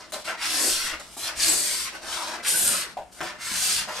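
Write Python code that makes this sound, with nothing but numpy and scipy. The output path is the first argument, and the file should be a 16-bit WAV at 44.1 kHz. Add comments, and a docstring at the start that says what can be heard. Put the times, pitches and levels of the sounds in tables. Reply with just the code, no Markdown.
"""A steel hand scraper works a wooden slab in a small workshop. First the blade is dragged lightly
and set down with a knock. Then come four pushes, with drags and knocks between them: fibres fracture,
exciting the resonances of blade and slab, and now and then the edge catches and chirps. The stand hums
under the first three pushes, and a hollow stutter follows the third. After the fourth, a knock and a
drag end the scene. Reflections from the walls and a quiet background run throughout."""
import sys
import numpy as np
from scipy import signal
from scipy.fft import rfft, irfft, next_fast_len
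from scipy.io import wavfile
from scipy.ndimage import map_coordinates

SR = 44100
rng = np.random.default_rng(int(sys.argv[2]) if len(sys.argv) > 2 else 0)


def pcm_store(signal):
    """Save signal as 16-bit PCM."""
    levels = np.round(np.clip(np.atleast_2d(signal), -1, 1) * 32767)
    wavfile.write(sys.argv[1], SR, levels.astype(np.int16).T)


N = 176400
TIME = np.arange(N) / SR


def amp(db):
    """Amplitude ratio of a level in decibels."""
    return 10 ** (np.asarray(db) / 20)


def unit(x):
    """Normalisation to rms 1."""
    return x / np.sqrt(np.mean(x ** 2) + 1e-20)


def along(points, hz):
    """Interpolation of (f/Hz, value) points on a logarithmic frequency axis."""
    f, value = np.transpose(points)
    return np.interp(np.log(hz + 1), np.log(f + 1), value)


def envelopes(rows, fade_s=.014):
    """Amplitude envelopes: one per level column, fading to zero outside the stroke."""
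    t, *levels = np.transpose(rows)
    gate = np.clip(np.minimum(TIME - t[0], t[-1] - TIME) / fade_s + .5, 0, 1)
    return np.array([gate * amp(np.interp(TIME, t, db)) for db in levels])


def wobble(rate_hz):
    """Random modulation: a smooth curve through rate_hz knots a second."""
    return map_coordinates(rng.standard_normal(int(N * rate_hz / SR) + 4), [TIME * rate_hz])


def filtered(x, response):
    """Linear filtering: the spectrum is multiplied by a frequency response."""
    size = next_fast_len(N + SR // 2)
    return irfft(rfft(x, size) * response(np.fft.rfftfreq(size, 1 / SR)), size)[..., :N]


def coloured(x, spectrum):
    """Spectral shaping by (f/Hz, level/dB) points, at rms 1."""
    return unit(filtered(x, lambda f: amp(along(spectrum, f))))


def resonance(modes, f):
    """Modal superposition: damped resonators of alternating sign."""
    return sum((-1) ** k * amp(db) * 1j * f * width / (hz * hz - f * f + 1j * f * width)
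               for k, (hz, width, db) in enumerate(modes))


def burst(noise, envelope):
    """A transient: enveloped noise carrying the energy of its envelope."""
    return unit(noise * envelope) * np.sqrt(np.mean(envelope ** 2))


# background spectrum: f/Hz, level/dB
BACKGROUND = [(20, -19), (55, 8.5), (100, -8), (200, 1), (420, -6), (800, -4.5), (1800, -12.5),
              (4000, -18.5), (9000, -17.5), (14000, -34)]
def background(level_db=-55, side_db=-7):
    """Stationary noise of the shop, partly correlated between the channels."""
    mid, side = coloured(rng.standard_normal((2, N)), BACKGROUND)
    return amp(level_db) * np.array([mid + amp(side_db) * side, mid - amp(side_db) * side])


# reverberation time: f/Hz, T60/s
REVERB_TIME = [(150, 0.33), (1000, 0.31), (5000, 0.33), (14000, 0.072)]
def walls(early_db=2.5, early_t60_s=0.044):
    """Room impulse response, mid and side: early reflections and an exponentially decaying tail."""
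    hz, t, spectra = signal.stft(rng.standard_normal((2, SR // 3)), SR, nperseg=256)
    decay = amp(-60 * t / along(REVERB_TIME, hz)[:, None])
    tail = signal.istft(spectra * decay, SR, nperseg=256)[1]
    length = tail.shape[1]
    early = rng.standard_normal(tail.shape) * amp(-60 * np.arange(length) / SR / early_t60_s)
    return unit(unit(tail) + amp(early_db) * unit(early)) / np.sqrt(length)


# colour of all reflections, and further colour of their side signal: f/Hz, level/dB
REFLECTIONS = [(100, -5.5), (600, -2.5), (2000, -3.5), (5000, -4.5), (14000, -4.5)]
REFLECTIONS_SIDE = [(50, -8), (130, 8), (300, -1), (600, -8.5), (1200, -4.5), (2200, 2), (14000, 5)]
def workshop(direct, move_s=.1):
    """Time-varying convolution: the reflections change every move_s as the scraper travels."""
    hop = int(move_s * SR)
    padded, echo = np.pad(direct, (hop, 2 * hop)), np.zeros((2, N + 2 * SR))
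    for i in range(0, N + hop, hop):
        frame = padded[i:i + 2 * hop] * signal.windows.cosine(2 * hop)
        reflected = signal.fftconvolve(frame[None], walls(), axes=1)
        echo[:, i:i + reflected.shape[1]] += reflected
    mid, side = filtered(echo[:, hop:hop + N], lambda f: amp(along(REFLECTIONS, f)))
    side = filtered(side, lambda f: amp(along(REFLECTIONS_SIDE, f) - 2.0))
    return amp(-1.5) * np.array([direct + mid + side, direct + mid - side])


# swaying of the stand: start t/s, end t/s, level/dB
SWAYS = [(0.503, .66, -50), (0.683, 0.964, -48.5), (1.343, 1.565, -53), (2.557, 2.75, -60)]
# its hum: f/Hz, level/dB
STAND_HUM = [(20, 4.5), (38, -17), (49, 3), (62, 7), (100, -35), (200, -47)]
def stand():
    """Forced vibration: the stand hums low under the hardest pushes."""
    sway = sum(envelopes([(start, db), (end, db)], fade_s=0.027)[0] for start, end, db in SWAYS)
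    return sway * coloured(rng.standard_normal(N), STAND_HUM)


# wooden impacts: t/s, level/dB
BUMP_HITS = [(2.969, -19.5), (2.986, -23), (2.997, -30), (3.016, -28)]
# their modes: f/Hz, level/dB, T60/s
HOLLOW_MODES = [(595, -14, 0.12), (656, -9, 0.046), (725, -2.5, 0.05), (836, -8, 0.045), (960, -9.5, 0.043),
                (1570, -19, 0.044)]
def bumps(attack_s=0.0033, clack_db=-11, clack_t60_s=0.094):
    """Damped free vibration: hollow wooden modes and a rough clack stutter as the stroke turns."""
    t, out = np.arange(SR // 4) / SR, np.zeros(N + SR)
    spectrum = [(300, -15.5), (600, -9), (780, 2.5), (1150, -21), (2000, -18), (4000, -25), (12000, -40)]
    rough = coloured(rng.standard_normal(N), spectrum)
    for k, (start, db) in enumerate(BUMP_HITS):
        tone = sum(amp(level + rng.normal(0, 1.5) - 60 * t / t60) * np.sin(2 * np.pi * hz * t)
                   for hz, level, t60 in HOLLOW_MODES)
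        clack = rough[k * len(t):][:len(t)] * amp(clack_db - 60 * t / clack_t60_s)
        out[round(start * SR):][:len(t)] += amp(db) * (tone + clack) * (1 - np.exp(-t / attack_s))
    return out[:N]


# modes of the slab: f/Hz, bandwidth/Hz, level/dB
SLAB_MODES = [(177, 14, -8), (243, 8.3, 6), (335, 15, 7), (360, 27, -12), (470, 48, -24), (622, 53, 3),
              (749, 10, 2), (909, 16, -5.5), (1041, 69, -2), (1336, 13, -3.5), (1590, 54, -11),
              (2030, 16, -10), (2770, 23, 1.5)]
def slab(force, flat_gain=0.44):
    """Resonant filtering: the slab lifts its own modes above a flat response."""
    return filtered(force, lambda f: np.hypot(flat_gain, abs(resonance(SLAB_MODES, f))))


# the blade is set down: t/s, relative level/dB, tilt/(dB per octave), T60/s
LANDINGS = [(.1213, -24, 7, 0.16), (.141, -24, 4, 0.046), (1.1675, -30.5, -3, 0.23),
            (3.2058, -17.5, -1, 0.097), (3.2115, -15, 2, 0.056), (3.2175, -18.5, -4, 0.24),
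            (3.515, -34, -13, .25), (3.889, -29, 4, 0.054)]
# spectrum before the tilt: f/Hz, level/dB
KNOCK_SPECTRUM = [(70, -30), (130, -15), (320, -9.5), (500, -8.5), (700, -1.5), (1400, 2), (2400, -8),
                  (8000, -22.5), (14000, -36)]
def knocks(crack_db=3, crack_t60_s=0.017):
    """Impact excitation: the blade lands with a crack and the slab rings briefly."""
    t, out = np.arange(SR // 2) / SR, np.zeros(N + SR)
    f = np.fft.rfftfreq(len(t), 1 / SR)
    wood = slab(rng.standard_normal(N), flat_gain=0.33)
    for k, (start, db, tilt, t60) in enumerate(LANDINGS):
        colour = [(hz, level + tilt * np.log2(hz / 1000)) for hz, level in KNOCK_SPECTRUM]
        segment = np.roll(wood, -k * len(t))[:len(t)]
        noise = irfft(rfft(segment) * amp(along(colour, f)) * (f > KNOCK_SPECTRUM[0][0]))
        decay = amp(-60 * t / t60) + amp(crack_db - 60 * t / crack_t60_s)
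        out[round(start * SR):][:len(t)] += burst(noise, amp(db - 14) * decay)
    return out[:N]


# the edge catches: t/s, duration/s, level/dB, f/Hz, bandwidth/Hz
EDGE_BITES = [(0.124, 0.02, -39.5, 4030, 250), (0.479, 0.05, -41, 2720, 110),
              (1.232, 0.023, -37, 4150, 250), (1.399, 0.0061, -24.5, 4900, 2200),
              (1.426, 0.012, -24.5, 4300, 900), (1.481, 0.0034, -19, 6460, 6000),
              (1.489, 0.032, -24, 7800, 1100), (2.126, 0.028, -37.5, 3160, 120),
              (2.171, 0.066, -37, 1070, 260), (2.447, 0.028, -33, 2150, 1900),
              (2.54, 0.016, -34.5, 1555, 90), (2.674, 0.0084, -20, 8850, 700), (2.699, 0.018, -39, 720, 70),
              (2.734, 0.011, -36.5, 690, 130), (2.735, 0.015, -34.5, 1298, 70)]
def catches(release_t60_s=0.039):
    """Noise-driven resonance: the edge bites for a moment and chirps."""
    t, out = np.arange(SR // 4) / SR, np.zeros(N + SR)
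    for start, duration, db, hz, width in EDGE_BITES:
        band = resonance([(hz, width, 0)], np.arange(SR // 2 + 1)) ** 2
        chirp = irfft(rfft(rng.standard_normal(SR)) * band)[:len(t)]
        envelope = amp(db - 60 * np.maximum(t - duration, 0) / release_t60_s)
        out[round(start * SR):][:len(t)] += burst(chirp, envelope)
    return out[:N]


def grain(stroke, top_hz, blur_hz=175, speed_exponent=.35):
    """Narrow-band noise of the passing wood grain: its pitch rises and falls with the stroke's speed."""
    first, last = max(int(stroke[0][0] * SR), 0), min(int(stroke[-1][0] * SR), N)
    speed = np.sin(np.pi * np.linspace(0, 1, last - first)) + 0.02013
    phase = 2 * np.pi * np.cumsum(top_hz * speed ** speed_exponent) / SR
    position = np.arange(last - first) * 2 * blur_hz / SR
    a, b = (map_coordinates(knots, [position]) for knots in rng.standard_normal((2, SR // 20)))
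    return np.pad(unit(a * np.cos(phase) + b * np.sin(phase)), (first, N - last))


# friction spectrum at the reference grain pitch: f/Hz, level/dB
FRICTION = [(350, -37), (650, -13), (950, -4), (1400, 5.5), (2050, 3.5), (2700, -2), (4500, -29)]
def rubbing(wood, grain_hz, reference_hz=1565, exponent=0.26):
    """Friction noise through the slab: the spectrum shifts up when the grain passes faster."""
    shift = (grain_hz / reference_hz) ** exponent
    return coloured(wood, [(hz * shift, db) for hz, db in FRICTION])


def fibres(rate_hz, spread_db, judder_db, judder_hz, streams):
    """Shot noise: separate streams of tiny snaps, all clumped by the same stick-slip of the edge."""
    shape = (streams, N)
    snaps = (rng.random(shape) < rate_hz / SR) * rng.choice([-1, 1], shape)
    strength = amp(spread_db * np.clip(rng.standard_normal(shape), -3, 2))
    stick_slip = amp(judder_db * wobble(judder_hz) + 0.72 * wobble(45))
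    return unit(snaps * strength * stick_slip)


# spectra of snapping fibres: f/Hz, level/dB
TEAR_SPECTRUM = [(1200, -13), (2300, -2.5), (3200, 1), (4400, 2), (5600, 1), (7000, -6.5), (9000, -10),
                 (15000, -116)]
HISS_SPECTRUM = [(4000, -39), (6200, -0.5), (7600, 3), (9200, 4), (10500, 0.5), (12500, -5), (14000, -10),
                 (15000, -51)]
def fracture(snaps):
    """Acoustic emission: two streams of snaps sound as tearing and as treble hiss."""
    return coloured(snaps[0], TEAR_SPECTRUM), coloured(snaps[1], HISS_SPECTRUM)


# per drag: t/s, then level/dB of rubbing, tearing, hiss, slab
DRAG_STROKES = [
    [(0.0, -44.5, -46.5, -54, -41), (0.044, -50, -53, -67, -64), (0.088, -57, -60, -77, -55),
     (0.11, -56, -51, -50, -75)],
    [(0.13, -58, -36, -37, -30.5), (0.15, -40.5, -39.5, -41.5, -40.5), (0.194, -46.5, -49.5, -51, -45),
     (0.23, -66, -48, -52, -70)],
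    [(0.245, -44, -40, -44, -56), (0.29, -31, -38, -43.5, -39.5), (0.36, -40.5, -50, -61, -47)],
    [(1.0, -35, -37, -40, -40), (1.008, -45, -47, -53, -53), (1.076, -59, -53.5, -56, -65),
     (1.16, -63, -49.5, -49, -74)],
    [(1.168, -58, -45, -40.5, -51), (1.24, -44.5, -36, -37.5, -58), (1.278, -38.5, -31, -38.5, -54),
     (1.312, -36, -43.5, -48, -49), (1.35, -47, -55, -61, -54)],
    [(1.92, -44, -56, -55, -49), (1.956, -37, -42.5, -49.5, -41.5), (2.02, -73, -59, -69, -57)],
    [(2.02, -43, -47.5, -52, -44), (2.126, -37, -34, -38.5, -44.5), (2.354, -36.5, -41, -49, -42),
     (2.42, -43.5, -57, -65, -47)],
    [(3.12, -60, -53.5, -51.5, -68), (3.172, -54, -56, -54, -53), (3.2, -43, -48, -51, -53)],
    [(3.225, -39, -41.5, -45, -38), (3.303, -38, -42, -52.5, -60), (3.345, -45.5, -58, -67, -45.5),
     (3.38, -53, -59, -72, -57)],
    [(3.87, -51, -52, -53, -43), (3.888, -34.5, -43.5, -51, -38.5), (3.968, -43, -39.5, -46, -52),
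     (4.0, -32, -37, -44, -56)],
]
# grain pitch at full speed, per drag: f/Hz
DRAG_PITCHES = [1430, 1000, 1496, 1075, 1304, 1564, 1128, 1460, 1284, 980]
# body of the slab under a drag: f/Hz, level/dB
DRAG_SLAB = [(120, -14), (240, -8), (320, -5.5), (450, 0), (650, -1.5), (850, -1.5), (1500, -46)]
def drags(mix_db=(-0.68, 0.81, 0.54, -2.1), grain_db=-9.5):
    """Sliding friction: light return strokes rub, tear a little and sound the note of the grain."""
    *snaps, on_slab = fibres(rate_hz=11000, spread_db=2, judder_db=0.9, judder_hz=260, streams=3)
    tear, hiss = fracture(snaps)
    wood = slab(on_slab)
    body = coloured(wood, DRAG_SLAB)
    out = np.zeros(N)
    for stroke, grain_hz in zip(DRAG_STROKES, DRAG_PITCHES):
        gains = envelopes(stroke)
        layers = np.array([rubbing(wood, grain_hz), tear, hiss, body])
        out += amp(mix_db) @ (gains * layers)
        out += amp(grain_db) * gains[0] * grain(stroke, grain_hz, blur_hz=133.7)
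    return out


# blade modes, which change with the grip, per push: f/Hz, bandwidth/Hz, level/dB
BLADE_MODES = [
    [(4280, 870, 1.5), (5470, 1100, 4), (8030, 290, 3.5), (8780, 280, 2.5), (11600, 240, -10)],
    [(4660, 620, -3), (6660, 650, -7.5), (8200, 530, -1.5), (9600, 240, -14)],
    [(7600, 300, -10), (9040, 510, -3), (10200, 400, -22), (11340, 240, -6.5)],
    [(4770, 780, -10.5), (7500, 1400, -14), (8650, 320, -7.5)],
]
# ring relative to the hiss envelope, per push: level/dB
BLADE_LEVELS = [-4, -1.5, -1.5, -3.5]
def blade(force, push, flex_s=.0004, flex_hz=14):
    """Frequency modulation: the resonances of the steel waver as the blade flexes."""
    ring = filtered(force, lambda f: resonance(BLADE_MODES[push], f))
    warped_time = TIME + flex_s * wobble(flex_hz)
    return amp(BLADE_LEVELS[push]) * unit(map_coordinates(ring, [warped_time * SR], mode="wrap"))


# per push: t/s, then level/dB of tearing, hiss, rubbing, slab
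PUSH_STROKES = [
    [(0.37, -49, -58, -45, -50), (0.412, -37, -44, -34, -60), (0.422, -29.5, -38, -30, -63),
     (0.506, -29, -31.5, -35.5, -45), (0.672, -33.5, -23, -36, -35.5), (0.73, -29.5, -29, -41.5, -49.5),
     (0.872, -32.5, -37, -35, -56), (0.942, -41, -49.5, -34, -50), (0.978, -56, -64, -44, -52),
     (1.0, -60, -52, -45, -57)],
    [(1.35, -43, -56, -51, -43), (1.368, -38.5, -41.5, -40.5, -52), (1.432, -25.5, -25.5, -38, -54),
     (1.484, -28, -23.5, -35, -35.5), (1.582, -37, -26.5, -40, -39), (1.696, -31, -30.5, -41, -46),
     (1.852, -34, -35.5, -38.5, -59), (1.886, -38, -47, -34.5, -59), (1.92, -52, -60, -57, -57)],
    [(2.428, -38.5, -49, -38.5, -60), (2.485, -25.5, -24, -44, -58), (2.54, -31.5, -27.5, -44, -41.5),
     (2.642, -31, -23.5, -39.5, -39), (2.748, -30.5, -28.5, -36, -39.5), (2.83, -34, -38.5, -38, -57.5),
     (2.87, -51, -54.5, -42.5, -48), (2.94, -53, -65, -58, -69)],
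    [(3.38, -59, -69, -49, -53), (3.414, -39, -42, -41.5, -64), (3.542, -31.5, -32.5, -38, -59),
     (3.632, -28, -26.5, -42, -64), (3.706, -28, -27.5, -37, -56), (3.764, -28, -28, -40, -71),
     (3.82, -33, -37, -33.5, -51), (3.87, -52, -56, -47, -57)],
]
# grain pitch at full speed, per push: f/Hz
PUSH_PITCHES = [1914, 1856, 1346, 1910]
# body of the slab under a push: f/Hz, level/dB
PUSH_SLAB = [(70, -26), (120, -50), (170, -13), (270, -14), (330, -3.5), (450, 2), (650, -4), (850, -6.5),
             (1500, -36)]
# mode of the part of the slab where each push runs: f/Hz, bandwidth/Hz, relative level/dB
LOCAL_MODES = [(321, 53, -3.5), (343, 74, -3), (206, 89, -6.5), (200, 74, -1)]
def pushes(mix_db=(-1, -1, -1, -4), grain_db=-17):
    """Source and filter: fibres snapping under the cut tear, hiss and drive the blade and the slab."""
    *snaps, force, on_slab = fibres(rate_hz=13000, spread_db=3, judder_db=1, judder_hz=420, streams=4)
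    tear, hiss = fracture(snaps)
    wood = slab(on_slab)
    body = coloured(wood, PUSH_SLAB)
    out = np.zeros(N)
    for push, (stroke, mode, grain_hz) in enumerate(zip(PUSH_STROKES, LOCAL_MODES, PUSH_PITCHES)):
        gains = envelopes(stroke)
        _, hiss_gain, rub_gain, slab_gain = gains
        layers = np.array([tear, hiss, rubbing(wood, grain_hz), body])
        boom = amp(mode[2]) * unit(filtered(force, lambda f: resonance([mode], f)))
        out += amp(mix_db) @ (gains * layers)
        out += hiss_gain * blade(force, push) + slab_gain * boom
        out += amp(grain_db) * rub_gain * grain(stroke, grain_hz)
    return out


def scene():
    """Superposition: scraper, slab and stand sound in the room, over its background."""
    return workshop(pushes() + drags() + catches() + knocks() + bumps() + stand()) + background()


# left channel over right: f/Hz, level/dB
BALANCE = [(50, 0.8), (250, 4.5), (600, 1.5), (12000, 1.2)]
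def record(dry, top_hz=14950):
    """Level difference and band limit: the microphone pair leans left and keeps nothing above top_hz."""
    split = np.array([[.5], [-.5]])
    return filtered(dry, lambda f: amp(along(BALANCE, f) * split) * (f < top_hz))


dry = scene()
out = record(dry)
pcm_store(out)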